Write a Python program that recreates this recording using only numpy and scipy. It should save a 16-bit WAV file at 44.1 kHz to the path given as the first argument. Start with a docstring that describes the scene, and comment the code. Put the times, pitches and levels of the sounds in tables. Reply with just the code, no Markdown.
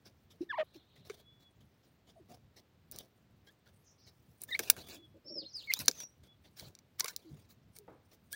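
"""Two partridges dust-bathe in dry sand at the edge of a field, close by, in rumbling, hushed open air.
First come flicks of bill and foot (shaped noise), soft clucks and a squeak (gliding tones), and far whistles.
Then scuffs stir the sand, feet bump it (swelling noise) and stalks snap (cracks ringing resonators).
The busy second half brings the loudest snaps, more squeaks, a husky purr and swooping birdsong (sines).
Near the end a dull, distant bang (decaying low noise) rolls away while the last flicks go on."""
import sys
import numpy as np
from scipy import signal
from scipy.fft import rfft, irfft, next_fast_len
from scipy.io import wavfile
from scipy.ndimage import uniform_filter1d

SR = 44100
rng = np.random.default_rng(int(sys.argv[2]) if len(sys.argv) > 2 else 0)


def wav_out(sig):
    """Save sig, one row per channel (or a flat mono array), as 16-bit PCM at SR to the path in sys.argv[1]."""
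    wavfile.write(sys.argv[1], SR, np.round(np.clip(np.atleast_2d(sig).T, -1, 1) * 32767).astype(np.int16))


N = 368235
TIME = np.arange(N) / SR


def from_db(db):
    """Level to amplitude: 20 dB is a factor of ten."""
    return 10 ** (np.asarray(db) / 20)


def rms_one(x):
    """Normalisation: scale to a root-mean-square of 1."""
    return x / np.sqrt(np.mean(x ** 2) + 1e-20)


def band(x, low_hz, high_hz, order=2):
    """Causal Butterworth band-pass filtering."""
    edges = [low_hz, min(high_hz, .48 * SR)]
    return signal.sosfilt(signal.butter(order, edges, "band", fs=SR, output="sos"), x)


def coloured(x, spectrum):
    """Spectral shaping of a steady signal to rms 1; beyond the table it falls 12 dB per octave."""
    hz, db = np.transpose(spectrum)
    size = next_fast_len(len(x))
    log_hz = np.log(np.fft.rfftfreq(size, 1 / SR) + 1)
    beyond = np.maximum(np.log(hz[0]) - log_hz, 0) + np.maximum(log_hz - np.log(hz[-1]), 0)
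    gain = from_db(np.interp(log_hz, np.log(hz), db)) * np.exp(-2 * beyond)
    return rms_one(irfft(rfft(x, size) * gain, size)[:len(x)])


def drift(rate, count=N):
    """Slow random modulation: chance values of spread 1, rate per second, joined by straight lines."""
    steps = np.arange(count) * rate / SR
    knots = rng.standard_normal(int(steps[-1]) + 2)
    return np.interp(steps, np.arange(len(knots)), knots)


def add(out, start, sound):
    """Superposition: mix a sound in at a time in seconds."""
    at = max(int(start * SR), 0)
    out[at:at + len(sound)] += sound[:max(N - at, 0)]


def grains(per_s, spread_db, count=N):
    """Granular impact noise: randomly timed tiny impulses of very uneven size."""
    size_db = spread_db * np.minimum(rng.exponential(1, count), 4)
    sizes = from_db(size_db) * rng.choice([-1, 1], count)
    return rms_one(sizes * (rng.random(count) < per_s / SR))


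def sweeps(rise_s=0.0041, settle_s=0.007, push_settle_s=0.027, arch_db=3.5, flutter_db=3.5):
    """Friction noise: each stroke shoves the ground, brushes feathers and throws grit, then settles."""
    # The body scuffs through the sand. Each row: start in seconds, length in seconds,
    # rustle level in dB, weight behind it in dB re the rustle.
    scuffs = [(1.052, 0.16, -68.5, 1.5), (2.289, 0.064, -66.5, 5.5), (2.923, 0.11, -63.5, 3.5),
              (4.479, 0.16, -59, -3), (4.594, 0.13, -56, -3), (4.676, 0.012, -47, -9),
              (4.712, 0.14, -59, 2), (4.869, 0.1, -56.5, -2.5), (5.552, 0.12, -66, -6.5),
              (5.703, 0.13, -55, -13), (5.799, 0.02, -40, -12), (5.845, 0.19, -59, -6),
              (6.57, 0.071, -56.5, -12.5), (6.613, 0.073, -60.5, 0.5), (6.993, 0.017, -46.5, -16),
              (7.01, 0.13, -66.5, 0), (7.077, 0.029, -46, -30), (7.114, 0.34, -74, 1)]
    # Quick flicks of the bill or a foot. 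Each row: start in seconds, rustle level in dB,
    # grit thrown in dB re the rustle.
    flicks = [(0.052, -61.5, -17), (0.304, -65, -4), (0.407, -67.5, -27), (0.744, -65.5, -7.5),
              (0.958, -69, -6), (1.405, -73, -5), (1.61, -79, -14), (1.835, -74.5, -11),
              (2.073, -65.5, -19), (2.564, -66, -5), (3.468, -69.5, -14), (3.659, -69.5, -13),
              (4.066, -70.5, -4), (4.411, -64, 6.5), (6.237, -66, -9), (6.445, -66, -8), (7.368, -71, -5),
              (7.495, -68.5, 6), (7.752, -70.5, 7.5), (8.116, -66, -3.5), (8.317, -66, 14)]
    # Colours of shoved ground, brushed feathers and thrown grit. Each row: frequency in Hz, density in dB.
    push_colour = [(80, -0.5), (350, 0), (650, -1), (1000, -14.5), (1800, -22.5)]
    rustle_colour = [(600, -14), (1000, -4.5), (2300, -2), (2900, -1.5), (4000, 4), (5600, -1.5),
                     (7500, -11), (10000, -20.5)]
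    grit_colour = [(5000, -9), (8800, -8), (12000, -10), (15500, -5.5), (17000, -17)]
    scuff_grit_db, flick_weight_db = -4, -1   # both re the rustle
    flick_s = 0.033
    restless_db, restless_swing_db, restless_hz = -89, 5.5, 11   # grit trickling between strokes
    trickle_db, trickle_s = -15, 0.022   # sand falling back: level re the stroke, decay time

    strokes = [(start, length, db + weight, db, db + scuff_grit_db)
               for start, length, db, weight in scuffs]
    strokes += [(start, flick_s, db + flick_weight_db, db, db + grit) for start, db, grit in flicks]
    power = np.zeros((3, N))   # push, rustle, grit
    power[2] = from_db(restless_db + restless_swing_db * drift(restless_hz)) ** 2
    settle = np.array([[push_settle_s], [settle_s], [settle_s]])
    for start, length, *levels in strokes:
        near = slice(max(int((start - .05) * SR), 0), int((start + length + .2) * SR))
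        t = TIME[near] - start
        speed = np.sin(np.pi * np.clip(t / length, 0, 1) ** 0.49)   # fastest a quarter of the way in
        rise_and_settle = np.exp(np.minimum(t, 0) / rise_s - np.maximum(t - length, 0) / settle)
        shape = from_db(arch_db * (speed - 0.96)) * rise_and_settle
        trickle = (t > length) * from_db(trickle_db) * np.exp(-np.abs(t - length) / trickle_s)
        power[:, near] += from_db(levels)[:, None] ** 2 * (shape ** 2 + trickle ** 2)
    flutter = rms_one(from_db(flutter_db * drift(110)))
    push, rustle, grit = np.sqrt(power) * flutter
    return (push * coloured(rng.standard_normal(N), push_colour)
            + rustle * patchy(coloured(grains(per_s=8200, spread_db=2.5), rustle_colour))
            + grit * patchy(coloured(grains(per_s=3000, spread_db=3.0), grit_colour)))


def patchy(x, patchy_db=4.0):
    """Shifting spectrum: bands vary independently as different feathers and grains touch."""
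    edges = np.geomspace(500, 17000, num=15)
    bands = zip(edges, edges[1:])
    return rms_one(sum(band(x, low, high) * from_db(patchy_db * drift(35)) for low, high in bands))


def crumbs(sweeping, per_s=900, spread_db=3.5, stirred_db=-10):
    """Impact excitation: crumbs tick against dry litter in step with the stirring of the sand."""
    stir = np.sqrt(np.maximum(uniform_filter1d(sweeping ** 2, size=500), 0))   # running rms over 11 ms
    ticks = rms_one(band(stalk(grains(per_s, spread_db)), 3000, 22000, order=1))
    return from_db(stirred_db) * stir * ticks


def stalk(x):
    """Modal resonance: parallel two-pole resonators, alternating in sign, for a dry stalk."""
    # Modes of a dry stalk. Each row: frequency in Hz, width in Hz, gain in dB.
    modes = [(510, 350, -0.5), (1613, 150, 1.5), (2256, 180, 2.5), (3830, 610, -3), (4630, 590, 0.5),
             (5860, 530, 1.5), (7230, 1100, -7.5), (8950, 370, -4), (10130, 660, -5), (12700, 610, -5.5),
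             (15440, 490, -1)]
    out = 0
    for k, (hz, width, db) in enumerate(modes):
        r = np.exp(-np.pi * width / SR)
        poles = [1, -2 * r * np.cos(2 * np.pi * hz / SR), r * r]
        gain = (-1) ** k * from_db(db) * (1 - r * r) / 2
        out = out + gain * signal.lfilter([1, 0, -1], poles, x)
    return out


def snaps(crumble_db=-25, crumble_s=0.0045):
    """Brittle fracture: a quick run of fibre cracks rings the stalk, then a little crumbling."""
    # Stalks and crumbs breaking. Each row: start in seconds, decay time in seconds,
    # crack level in dB, splinter level in dB re the crack.
    breaks = [(1.0967, 0.008, -51.5, -13), (2.9134, 0.00013, -60.5, 11.5), (2.921, 0.00069, -59, 7),
              (2.9608, 0.00015, -55.5, 1), (2.9869, 0.000047, -49, 1.5), (4.417, .0009, -67.5, 21.5),
              (4.435, 0.0039, -59.5, 16), (4.591, 0.0053, -35, -1.5), (4.6995, 0.0025, -21.5, 3.5),
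              (4.764, 0.011, -60.5, 4), (4.886, 0.0053, -61, 3), (4.944, 0.0035, -61, 1),
              (5.737, 0.00071, -28.5, -4), (5.7907, 0.00048, -45, 0), (5.859, .0004, -57, 8),
              (5.8808, 0.0015, -19, -10), (5.912, 0.001, -42, -13.5), (6.002, 0.003, -49.5, -3.5),
              (6.596, 0.0013, -50, -6.5), (6.751, 0.001, -56.5, -12), (6.7886, 0.0017, -61, -10),
              (6.996, 0.0026, -40, 4.5), (7.0052, 0.0016, -29, -14), (7.043, 0.0025, -40, -2.5),
              (7.057, 0.0065, -47.5, -1), (7.0806, 0.0037, -41.5, -7), (7.163, 0.00049, -41, -2),
              (7.764, 0.0028, -58, -1.5), (7.7864, 0.00041, -59.5, 5), (8.328, 0.0018, -48, 5.5)]
    # Ranges of thump, knock, crack and splinter. Each row: low edge in Hz, high edge in Hz.
    part_ranges = [(280, 420), (1000, 3860), (3600, 7600), (8200, 16000)]
    knock_at_2ms_db, knock_db_per_doubling = -9.5, 6.5   # slower breaks of thick stalks knock more
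    thump_db = -35   # the ground's answer, re the crack

    out, t = np.zeros(N), TIME[:SR // 16]
    for start, decay, crack_db, splinter_db in breaks:
        force = np.exp(-(t / decay) ** 0.99) + from_db(crumble_db) * np.exp(-t / crumble_s)
        ringing = stalk(force * grains(per_s=24000, spread_db=7.0, count=len(t)))
        knock_db = knock_at_2ms_db + knock_db_per_doubling * np.log2(decay / .002)
        for (low, high), db in zip(part_ranges, (thump_db, knock_db, 0, splinter_db)):
            part = band(ringing, low, high, order=3)
            level = np.sqrt(np.sum(part ** 2) / (SR / 100))   # its energy spread over 10 ms
            add(out, start, from_db(crack_db + db) * part / level)
    return out


def thuds():
    """Damped low-frequency impact: a foot or the body bumps the ground; lower bumps last longer."""
    # Bumps. Each row: time in seconds, pitch in Hz, level in dB.
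    bumps = [(0.987, 141, -62), (4.596, 370, -41), (4.77, 109, -59), (5.799, 125, -51.5), (5.884, 377, -42),
             (6.625, 560, -61), (6.626, 114, -53), (7.045, 526, -48.5), (7.312, 122, -50)]
    cycles_to_top, spread = 2.7, 1.45   # spread: pitch ratio from the centre to the edges

    out, t = np.zeros(N), TIME[:SR // 4]
    for start, hz, db in bumps:
        ring_s = cycles_to_top / hz
        swell = t / ring_s * np.exp(1 - t / ring_s)
        noise = rms_one(band(rng.standard_normal(len(t)), hz / spread, hz * spread))
        add(out, start - ring_s / 2, from_db(db) * swell * noise)
    return out


def contour(rows):
    """Piecewise-linear interpolation of one call's columns, with 2 ms fades at its ends."""
    s, *columns = np.transpose(rows)
    t = np.arange(s[0], s[-1], 1 / SR)
    fade = np.clip(np.minimum(t - s[0], s[-1] - t) / .002, 0, 1)
    return fade, [np.interp(t, s, c) for c in columns]


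def moment(t, middle_s, half_s):
    """Flat-topped window: a swell from 0 to 1 and back."""
    return np.exp(-np.square(np.square((t - middle_s) / half_s)))


def squeaks(throat_hz=5000, third_db=-24, fall_db=-3.0, pressed_db=7, rasp_db=-20.5, jitter=0.009,
            rasp_jitter=0.035, usual_db=-40, steadiness=.45, shimmer_db=4, uneven=0.46):
    """Harmonic synthesis: a gliding tone; pressing lifts odd overtones, alternates cycles and rasps."""
    # Partridge squeaks and peeps, one curve each. Each row: time in seconds, pitch in Hz, level in dB.
    falling = [(0.49, 1840, -60), (0.502, 1749, -39.5), (0.514, 1656, -34.5), (0.522, 1385, -50.5),
               (0.53, 1082, -42), (0.544, 907, -40.5), (0.556, 1055, -46.5), (0.566, 1195, -51.5),
               (0.58, 958, -39.5), (0.588, 641, -32), (0.61, 619, -30.5), (0.625, 628, -37),
               (0.632, 540, -39)]
    wavering = [(4.488, 1786, -52), (4.498, 1774, -52.5), (4.505, 1827, -60), (4.514, 2070, -42),
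                (4.534, 1826, -40.5), (4.542, 1860, -45.5), (4.551, 2190, -27.5), (4.559, 2400, -42.5),
                (4.56, 2250, -38), (4.567, 1900, -52)]
    flipping = [(5.672, 2240, -52), (5.696, 2165, -41.5), (5.706, 2076, -28.5), (5.715, 2084, -31.5),
                (5.721, 2860, -52.5), (5.723, 2900, -40), (5.734, 1980, -48.5)]
    rising = [(5.746, 3426, -49.5), (5.765, 3740, -51.5), (5.809, 4280, -53.5)]
    peep_faint = [(3.47, 1610, -70), (3.495, 1650, -65), (3.509, 1850, -79)]
    peep_low = [(7.02, 983, -64), (7.051, 1090, -46.5), (7.068, 1446, -56)]
    peep_high = [(8.329, 1460, -59), (8.336, 1653, -44.5), (8.35, 1730, -47.5)]
    # Pressed, rasping moments. Each row: middle in seconds, half length in seconds.
    rasps = [(0.604, 0.021), (4.557, 0.007), (5.724, 0.008)]
    # The voice breaks to its upper octave. Each row: middle in seconds, half length in seconds,
    # gain of the second harmonic in dB.
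    octave_breaks = [(0.543, 0.0057, 6), (4.538, 0.014, 18)]
    second_harmonic_db = -13.5   # re the fundamental at usual_db; it swells and fades less

    out = np.zeros(N)
    for call in (falling, wavering, flipping, rising, peep_faint, peep_low, peep_high):
        fade, (hz, db) = contour(call)
        count = len(hz)
        t = call[0][0] + TIME[:count]
        rasp = sum(moment(t, middle, half) for middle, half in rasps)
        broken_db = sum(gain_db * moment(t, middle, half) for middle, half, gain_db in octave_breaks)
        second_db = second_harmonic_db + steadiness * (usual_db - db) + broken_db
        wobble = (jitter + rasp_jitter * rasp) * drift(900, count)
        phase = 2 * np.pi * np.cumsum(hz * (1 + wobble)) / SR
        pressed = pressed_db * rasp
        overtones_db = (second_db, third_db + pressed, third_db + fall_db, third_db + 2 * fall_db + pressed)
        overtones = 0
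        for k, overtone_db in enumerate(overtones_db, 2):
            throat_gain = 1 / (1 + (k * hz / throat_hz) ** 10)
            shimmer = from_db(overtone_db + shimmer_db * drift(220, count))
            overtones = overtones + shimmer * throat_gain * np.sin(k * phase)
        # half the pitch makes strong and weak cycles alternate
        alternation = 1 + uneven * rasp * (np.cos(phase / 2) + drift(600, count) / 2)
        tone = np.sin(phase) + overtones * alternation
        pulsed_noise = (1 + np.cos(phase)) ** 4 * rng.standard_normal(count)
        slaps = rms_one(band(pulsed_noise, 810, 3300, order=3))
        voice = tone + from_db(rasp_db) * rasp * slaps
        add(out, call[0][0], np.sqrt(2) * fade * from_db(db) * voice)
    return out


def clucks(sag=0.088, waver=0.07, swell=0.68, husk_db=-4):
    """Two-tone synthesis: hollow notes swell fast and sag; purrs, rich in the upper tone, are husky."""
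    # Low clucks with the bill closed. Each row: start in seconds, length in seconds,
    # mid-note pitch in Hz, level in dB.
    closed_bill_notes = [(0.407, 0.024, 340.6, -33.5), (0.428, 0.011, 355, -40.5),
                         (0.752, 0.034, 339, -53.5), (1.099, 0.016, 383, -40.5), (2.157, 0.05, 637, -61),
                         (2.195, 0.042, 338, -59.5), (2.294, 0.075, 693, -60.5), (4.919, 0.16, 322, -61),
                         (7.245, 0.082, 319, -54.5), (7.777, 0.089, 407, -63)]
    # Beats of a husky purr. Each row: start in seconds, level in dB.
    purr_beats = [(5.14, -61.5), (5.249, -60), (5.298, -54), (5.353, -51), (5.412, -57)]
    purr_beat_s, purr_hz = 0.055, 321
    upper_ratio = 1.72   # upper tone re the pitch
    cluck_upper_db, purr_upper_db = -28.5, 1   # strength of the upper tone and husk

    out = np.zeros(N)
    notes = [(*note, cluck_upper_db) for note in closed_bill_notes]
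    notes += [(start, purr_beat_s, purr_hz, db, purr_upper_db) for start, db in purr_beats]
    for start, length, hz, db, upper_db in notes:
        u = np.linspace(0, 1, int(length * SR))
        pitch = hz * (1 + sag * (.5 - u) + waver * drift(130, len(u)))
        phase = 2 * np.pi * np.cumsum(pitch) / SR
        husk = from_db(husk_db) * rms_one(band(rng.standard_normal(len(u)), 160, 500, order=3))
        upper = (np.sin(upper_ratio * phase) + husk) / np.sqrt(2)
        tone = np.sin(phase) + from_db(upper_db) * upper
        envelope = np.abs(np.sin(np.pi * u ** swell))
        add(out, start, from_db(db) * np.sqrt(2) * envelope * tone)
    return out + from_db(-22) * scatter(out, t60=0.45)


def songbirds(waver=0.0073, flicker_db=3, arch=0.51):
    """Frequency-modulated sines: swooping notes and short glides; the farthest notes arch and blur."""
    # Swooping song notes, one curve each. 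Each row of a curve: time in seconds, pitch in Hz, level in dB.
    song_notes = [
        [(5.245, 5100, -68.5), (5.272, 5430, -53.5), (5.335, 5510, -53), (5.385, 5030, -42.5),
         (5.412, 4210, -50), (5.439, 2720, -68.5), (5.458, 4230, -49.5), (5.485, 4240, -64)],
        [(5.528, 6500, -67.5), (5.546, 5160, -45.5), (5.59, 4390, -48.5), (5.626, 2620, -64.5),
         (5.642, 3730, -55), (5.655, 4450, -62)],
        [(5.968, 6700, -66), (5.985, 6130, -50.5), (6.02, 5706, -50), (6.062, 5720, -57.5)],
    ]
    # Syllables of one glide. Each row: start in seconds, length in seconds, first pitch in Hz,
    # last pitch in Hz, bend (1 glides early, -1 late), level in dB.
    glides = [(5.279, 0.034, 4480, 5400, 0.5, -53), (5.482, 0.059, 6250, 4570, 0.99, -61),
              (5.93, 0.045, 6500, 5750, 0.45, -60.5)]
    # Far birds, blurred by distance. Each row: start in seconds, length in seconds,
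    # top pitch in Hz, blur width in Hz, level in dB.
    far_notes = [(0.625, 0.6, 3796, 1300, -75.5), (1.193, 0.35, 3427, 16, -74),
                 (3.83, 0.11, 6150, 1900, -72.5), (3.981, 0.12, 5240, 2000, -73.5),
                 (4.737, 0.335, 3450, 30, -66.5), (6.265, 0.085, 3410, 90, -73.5)]
    far_sag = .035   # share of its pitch that a far note loses from the top of its arch to its ends

    out = np.zeros(N)
    notes = [(note[0][0], *contour(note)) for note in song_notes]
    for start, length, from_hz, to_hz, bend, db in glides:
        u = np.linspace(0, 1, int(length * SR))
        hz = from_hz + (to_hz - from_hz) * (u + bend * u * (1 - u))
        notes.append((start, np.abs(np.sin(np.pi * u)) ** arch, (hz, db)))
    for start, swell, (hz, db) in notes:
        phase = 2 * np.pi * np.cumsum(hz * (1 + waver * drift(400, len(hz)))) / SR
        level = from_db(db + flicker_db * drift(200, len(hz)))
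        add(out, start, np.sqrt(2) * swell * level * np.sin(phase))
    for start, length, hz, width, db in far_notes:
        u = np.linspace(0, 1, int(length * SR))
        blur = warble(hz * (1 - far_sag * (2 * u - 1) ** 2), width, len(u))
        level = from_db(db + flicker_db * drift(22, len(u)))
        add(out, start, level * np.abs(np.sin(np.pi * u)) ** .3 * blur)
    return out


def warble(hz, width_hz, count, path_loss_db=-8.5, clear_hz=120):
    """Multipath interference: wandering copies blur a note; in a steady note the direct path stands out."""
    loss_db = path_loss_db * clear_hz / (clear_hz + width_hz)
    pitches = [hz + width_hz / 3 * drift(120, count) for path in range(5)]
    out = 0
    for k, pitch in enumerate(pitches):
        cycles = np.cumsum(pitch) / SR + rng.random()
        out = out + from_db(loss_db * k) * np.sin(2 * np.pi * cycles)
    return rms_one(out)


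def scatter(x, t60):
    """Diffuse scattering: stems and leaves send sound back as an exponentially dying noise response."""
    t = TIME[:SR // 2]
    response = rng.standard_normal(len(t)) * from_db(-60 * t / t60) * (1 - np.exp(-t / .008))
    return signal.fftconvolve(x, response / np.linalg.norm(response))[:N]


def field(x, near_db=-5, far_db=-12):
    """Early and late reflections: quick ones off the nearest stems, a thin tail from the field."""
    return x + from_db(near_db) * scatter(x, t60=0.07) + from_db(far_db) * scatter(x, t60=.28)


def far_thud(start=7.879, db=-53, t60=0.38):
    """Exponential decay of low noise: one dull, distant bang that rolls away."""
    t = TIME[:SR // 2]
    out = np.zeros(N)
    boom = band(band(rng.standard_normal(len(t)), 286, 610, order=1), 150, 1560)
    add(out, start, from_db(db - 60 * t / t60) * rms_one(boom))
    return out


def open_air(split_hz=210):
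    """Stationary and modulated noise: a lumpy low rumble under a faint, even hush."""
    # Colour of the open air. Each row: frequency in Hz, density in dB.
    air_colour = [(30, -25), (75, 0), (112, 0), (364, -9.5), (962, -18), (3980, -25), (8080, -36.5),
                  (11400, -45), (14800, -31), (16000, -37)]
    rumble_db, lumpy_db = -68.5, 2.8   # level and swings of the rumble
    hush_db = -72.5   # level re the air's 140 to 3600 Hz band

    noise = coloured(rng.standard_normal(N), air_colour)
    rumble = rms_one(band(noise, 12, split_hz, order=3) * from_db(lumpy_db * drift(13)))
    hush = band(noise, split_hz, 18000, order=3) / np.std(band(noise, 140, 3600))
    return from_db(rumble_db) * rumble + from_db(hush_db) * hush


def scene():
    """Superposition: the partridges close by with a short scatter, the field behind them."""
    sand = sweeps()
    near = sand + crumbs(sand) + snaps() + thuds() + squeaks() + clucks()
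    near_scatter = from_db(-20.5) * scatter(near, t60=0.038)
    background = field(songbirds()) + far_thud() + open_air()
    return (near + near_scatter + background)[None]


def record(dry):
    """Elliptic low-pass filtering: the top is cut steeply at 15950 Hz."""
    return signal.sosfilt(signal.ellip(10, .1, 80, 15950, fs=SR, output="sos"), dry)


dry = scene()
out = record(dry)
wav_out(out)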